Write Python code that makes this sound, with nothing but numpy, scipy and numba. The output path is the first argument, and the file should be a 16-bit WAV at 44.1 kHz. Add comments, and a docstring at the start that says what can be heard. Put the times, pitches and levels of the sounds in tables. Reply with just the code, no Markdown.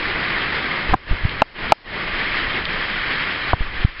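"""From the start, steam hisses steadily from a vent among rocks, over the duller rush of boiling water.
From about one second in, the hand-held camera is bumped and knocked over a low rumble of wind and
fingers. Each knock overloads the microphone; the gain control turns the hiss down and lets it swell back.
The vent spits briefly, once among the knocks and twice in the calmer stretch that follows.
In the last half second comes one more knock, with a few more bumps."""
import sys
import numpy as np
from scipy import signal
from scipy.io import wavfile
from scipy.ndimage import minimum_filter1d
from numba import njit

SR = 44100
rng = np.random.default_rng(int(sys.argv[2]) if len(sys.argv) > 2 else 0)


def to_wav(sig):
    """Store sig (one row per channel, or 1-D mono) as 16-bit WAV at the path in sys.argv[1].

    Samples outside -1..1 are clipped; the rate is SR.
    """
    pcm = np.clip(np.atleast_2d(sig), -1, 1) * 32767
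    pcm = np.round(pcm).astype(np.int16)
    wavfile.write(sys.argv[1], SR, pcm.T)  # frames by channels


N = 176400

# tone of the steam jet: (frequency [Hz], level [dB per Hz])
JET_SPECTRUM = [(700, -24), (950, -13), (1150, -2), (1300, -5), (1790, 1.5), (2080, 1), (2400, -3),
                (2850, -7.5), (3200, -5.5), (3600, -13.5), (4050, -13), (4500, -15.5), (5200, -21.5),
                (6000, -30)]
# loudness of the jet: (time [s], level [dB])
JET_LEVEL = [(0, -23.5), (.5, -22.5), (.9, -24.5), (1.2, -23), (1.65, -25), (1.9, -27), (2.35, -22),
             (2.6, -26), (3.1, -22.5), (3.5, -25), (3.6, -24), (3.8, -25.5), (4, -24.5)]
# faint whistles of the vent's cracks: (pitch [Hz], width [Hz], level against the jet [dB])
WHISTLES = [(1843, 80, -23), (3220, 51, -25.5), (3934, 20, -27)]
# tone of the boiling water: (frequency [Hz], level [dB per Hz])
BOIL_SPECTRUM = [(40, -3.5), (70, -3), (110, -0.5), (165, 1.5), (230, -0.5), (350, 0.5), (520, -3),
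                 (750, -4), (1000, -3), (1400, -20)]
# loudness of the boiling: (time [s], level [dB])
BOIL_LEVEL = [(0, -30.5), (.8, -30), (1.5, -30), (2.3, -32.5), (3, -33), (3.5, -34), (3.7, -32), (4, -38.5)]
# tone of wind and fingers on the microphone: (frequency [Hz], level [dB per Hz])
RUMBLE_SPECTRUM = [(10, -4), (20, 1.5), (35, -9.5), (70, -10.5), (160, -31)]
# loudness of that rumble: (time [s], level [dB])
RUMBLE_LEVEL = [(0, -36.5), (.8, -42.5), (.9, -28), (1.0, -26), (1.15, -21), (1.36, -24), (1.6, -32.5),
                (2.2, -33), (3.45, -38), (3.65, -21), (3.82, -28.5), (4, -30)]
# soft bumps of the hand: (time of peak [s], level [dB], rise time [s], rebound frequency [Hz])
BUMPS = [(.897, -12, 0.0045, 35), (.927, -9, .007, 77), (0.933, -9, 0.0014, 90), (0.952, 2, 0.0013, 105),
         (1.1135, 1, 0.0015, 19), (1.130, -7.5, 0.00046, 69), (1.240, -6.5, .003, 37),
         (1.253, 2, 0.0018, 93), (3.539, 2, 0.0027, 91), (3.609, -1, 0.0017, 19.5),
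         (3.801, -13.5, .008, 16), (3.85, 9.5, .002, 94)]
# hard knocks on the camera: (time [s], level [dB], pitch of the case [Hz], contact time [s])
KNOCKS = [(0.9362, 9, 987, 0.0009), (0.9403, 21.5, 994, .0016), (1.4193, 24.5, 823, 0.00044),
          (1.7212, 30, 807, .0002), (3.5322, 10, 920, 0.00091)]
# ringing tones of the camera case: (multiple of its pitch, level [dB], time to fade by 60 dB [s])
CASE_TONES = [(.33, -15, 0.016), (.8, -4, 0.018), (1.03, -3.5, 0.019), (1.3, -7.5, 0.0096),
              (1.62, -8, 0.018), (3.35, -3.5, .009), (4.9, -9, 0.0051)]
# spits from the vent: (time [s], level [dB])
SPITS = [(1.294, -16.5), (2.653, -13), (3.311, -25)]

SURGE_DB, SURGES_PER_S, FLICKERS_PER_S = 1.15, 8.6, 35
BUMP_DECAY_CYCLES, SCUFF_DB, SCUFF_HZ = 0.38, -25, 700
SPIT_BAND_HZ, SPIT_FADE_S = (2320, 3740), 0.02
THRESHOLD_DB, SQUEEZE, DEEPEST_DB = -4, 0.9, -24.5
LOOKAHEAD_S, ATTACK_S, HOLD_S = 0.007, 0.0045, 0.12
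QUICK_SHARE, QUICK_RELEASE_S, SLOW_RELEASE_S = 0.25, 0.026, 0.14
AMPLIFIER_HISS_DB, OVERLOAD_DB, CUTOFF_HZ, TOP_HZ = -47.5, 0.5, 5350, 17500


def from_db(db):
    """Turn decibels into a number to multiply a sound by."""
    return 10 ** (np.asarray(db) / 20)


def rms_one(x):
    """Scale a signal so that its average strength (rms) is 1."""
    return x / np.sqrt(np.mean(x ** 2) + 1e-20)


def in_time(rows):
    """Join (time, value) points with straight lines, giving a value for every sample."""
    return np.interp(np.arange(N) / SR, *np.transpose(rows))


def drift(rate):
    """A smooth random wobble of about 1 either way; a higher rate makes it faster."""
    step = 40  # samples between points
    pole = np.exp(-2 * np.pi * step * rate / SR)
    noise = rng.standard_normal(N // step + 2002)
    slow = signal.lfilter([1], [1, -2 * pole, pole * pole], noise)[2000:]  # skip the filter's warm-up
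    return np.interp(np.arange(N) / step, np.arange(len(slow)), rms_one(slow))


def filtered_noise(hz, kind, length):
    """Noise kept inside a "band" of frequencies, or "low", below one frequency."""
    return signal.sosfilt(signal.butter(2, hz, kind, fs=SR, output="sos"), rng.standard_normal(length))


def turbulence(spectrum, flicker_db, bands):
    """The noise of swirling air or water: bands that can each flicker on their own."""
    hz, db = np.transpose(spectrum)
    edges = np.geomspace(hz.min(), hz.max(), bands + 1)
    out = np.zeros(N)
    for low, high in zip(edges, edges[1:]):
        band = filtered_noise([low, high], "band", N + SR)[SR:]
        band_db = np.interp(np.log(low * high) / 2, np.log(hz), db)
        out += band * from_db(band_db + flicker_db * drift(FLICKERS_PER_S))
    return rms_one(out)


def add(track, time_s, sound):
    """Mix a sound into the track at the given time."""
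    start = int(time_s * SR)
    track[start:start + len(sound)] += sound[:N - start]


def whistle(hz, width_hz):
    """Steam rushing through a crack makes it ring around one pitch."""
    b, a = signal.iirpeak(hz, hz / width_hz, fs=SR)
    ringing = signal.lfilter(b, a, rng.standard_normal(N))
    return rms_one(signal.lfilter(b, a, ringing))  # a second pass sharpens the pitch


def vent():
    """The steam jet, its whistles and the boiling water below swell and sink together."""
    surge_db = SURGE_DB * drift(SURGES_PER_S)
    jet = turbulence(JET_SPECTRUM, flicker_db=1.5, bands=22)
    jet += sum(from_db(db) * whistle(hz, width_hz) for hz, width_hz, db in WHISTLES)
    boil = turbulence(BOIL_SPECTRUM, flicker_db=0, bands=14)
    return from_db(in_time(JET_LEVEL) + surge_db) * jet + from_db(in_time(BOIL_LEVEL) + surge_db) * boil


def rumble():
    """Wind and fingers on the microphone make a lumpy, low noise."""
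    return from_db(in_time(RUMBLE_LEVEL)) * turbulence(RUMBLE_SPECTRUM, flicker_db=3, bands=6)


def bumps():
    """Each bump of the hand is a smooth push and a rebound that dies fast, with a faint scuff of skin."""
    out = np.zeros(N)
    t = np.arange(-SR // 20, SR // 5) / SR  # the peak is at t = 0
    for peak_s, db, rise_s, hz in BUMPS:
        cycles = np.maximum(t, 0) * hz
        rise = np.exp(-(np.minimum(t, 0) / rise_s) ** 2)
        fade = 1 / np.cosh(cycles / BUMP_DECAY_CYCLES) ** 2
        rebound = np.cos(2 * np.pi * cycles)
        scuff = from_db(SCUFF_DB) * rms_one(filtered_noise(SCUFF_HZ, "low", len(t)))
        add(out, peak_s + t[0], from_db(db) * rise * fade * (rebound + scuff))
    return out


def knocks():
    """Each knock briefly rings the camera case; a longer contact starts softer and sounds duller."""
    out = np.zeros(N)
    t = np.arange(SR // 10) / SR
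    for time_s, db, hz, contact_s in KNOCKS:
        rise = 1 - np.exp(-t / contact_s)
        for multiple, tone_db, fade_s in CASE_TONES:
            dulling = (1 + (contact_s * hz) ** 2) / (1 + (contact_s * hz * multiple) ** 2)
            fade = from_db(db + tone_db - 60 * t / fade_s)
            tone = np.sin(2 * np.pi * (hz * multiple * t + rng.random()))
            add(out, time_s, dulling * rise * fade * tone)
    return out


@njit
def follow(wanted, release_s):
    """Move towards the wanted gain: fast going down, slower coming back up."""
    attack, release = 1 / (ATTACK_S * SR), 1 / (release_s * SR)
    out, gain = np.empty_like(wanted), 1.0
    for i in range(len(wanted)):
        gain += (wanted[i] - gain) * (attack if wanted[i] < gain else release)
        out[i] = gain
    return out


def gain_control(x):
    """Turn the volume down just before a loud peak, wait, then bring some back fast, the rest slowly."""
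    coming = np.interp(np.arange(N) + LOOKAHEAD_S * SR, np.arange(N), np.abs(x))
    excess = np.maximum(coming / from_db(THRESHOLD_DB), 1)
    wanted = np.maximum(excess ** -SQUEEZE, from_db(DEEPEST_DB))
    half_hold = int(HOLD_S * SR / 2)
    held = minimum_filter1d(wanted, 2 * half_hold + 1, origin=half_hold, mode="nearest")
    quick = follow(held, QUICK_RELEASE_S)
    slow = follow(held, SLOW_RELEASE_S)
    return x * (slow + QUICK_SHARE * (quick - slow))


def spits():
    """The vent throws out short, bright bursts of spray."""
    out = np.zeros(N)
    t = np.arange(SR // 10) / SR
    for time_s, db in SPITS:
        spray = rms_one(filtered_noise(SPIT_BAND_HZ, "band", len(t)))
        add(out, time_s, from_db(db - 60 * t / SPIT_FADE_S) * spray)
    return out


def scene():
    """The vent and the noises of holding the camera all reach one microphone."""
    return (vent() + rumble() + bumps() + knocks() + spits())[None]


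def record(dry):
    """The camera controls the volume, adds faint hiss, flattens overloaded peaks and cuts the treble."""
    hiss = from_db(AMPLIFIER_HISS_DB) * rng.standard_normal(N)
    ceiling = from_db(OVERLOAD_DB)
    overloaded = np.clip(gain_control(dry[0]) + hiss, -ceiling, ceiling)
    treble_cut = signal.firwin(301, CUTOFF_HZ, window=("kaiser", 9), fs=SR)
    dulled = np.convolve(overloaded, treble_cut, "same")
    clipped = np.clip(dulled, -1, 1)
    top_cut = signal.cheby2(12, 70, TOP_HZ, fs=SR, output="sos")
    return signal.sosfilt(top_cut, clipped)[None]


dry = scene()
out = record(dry)
to_wav(out)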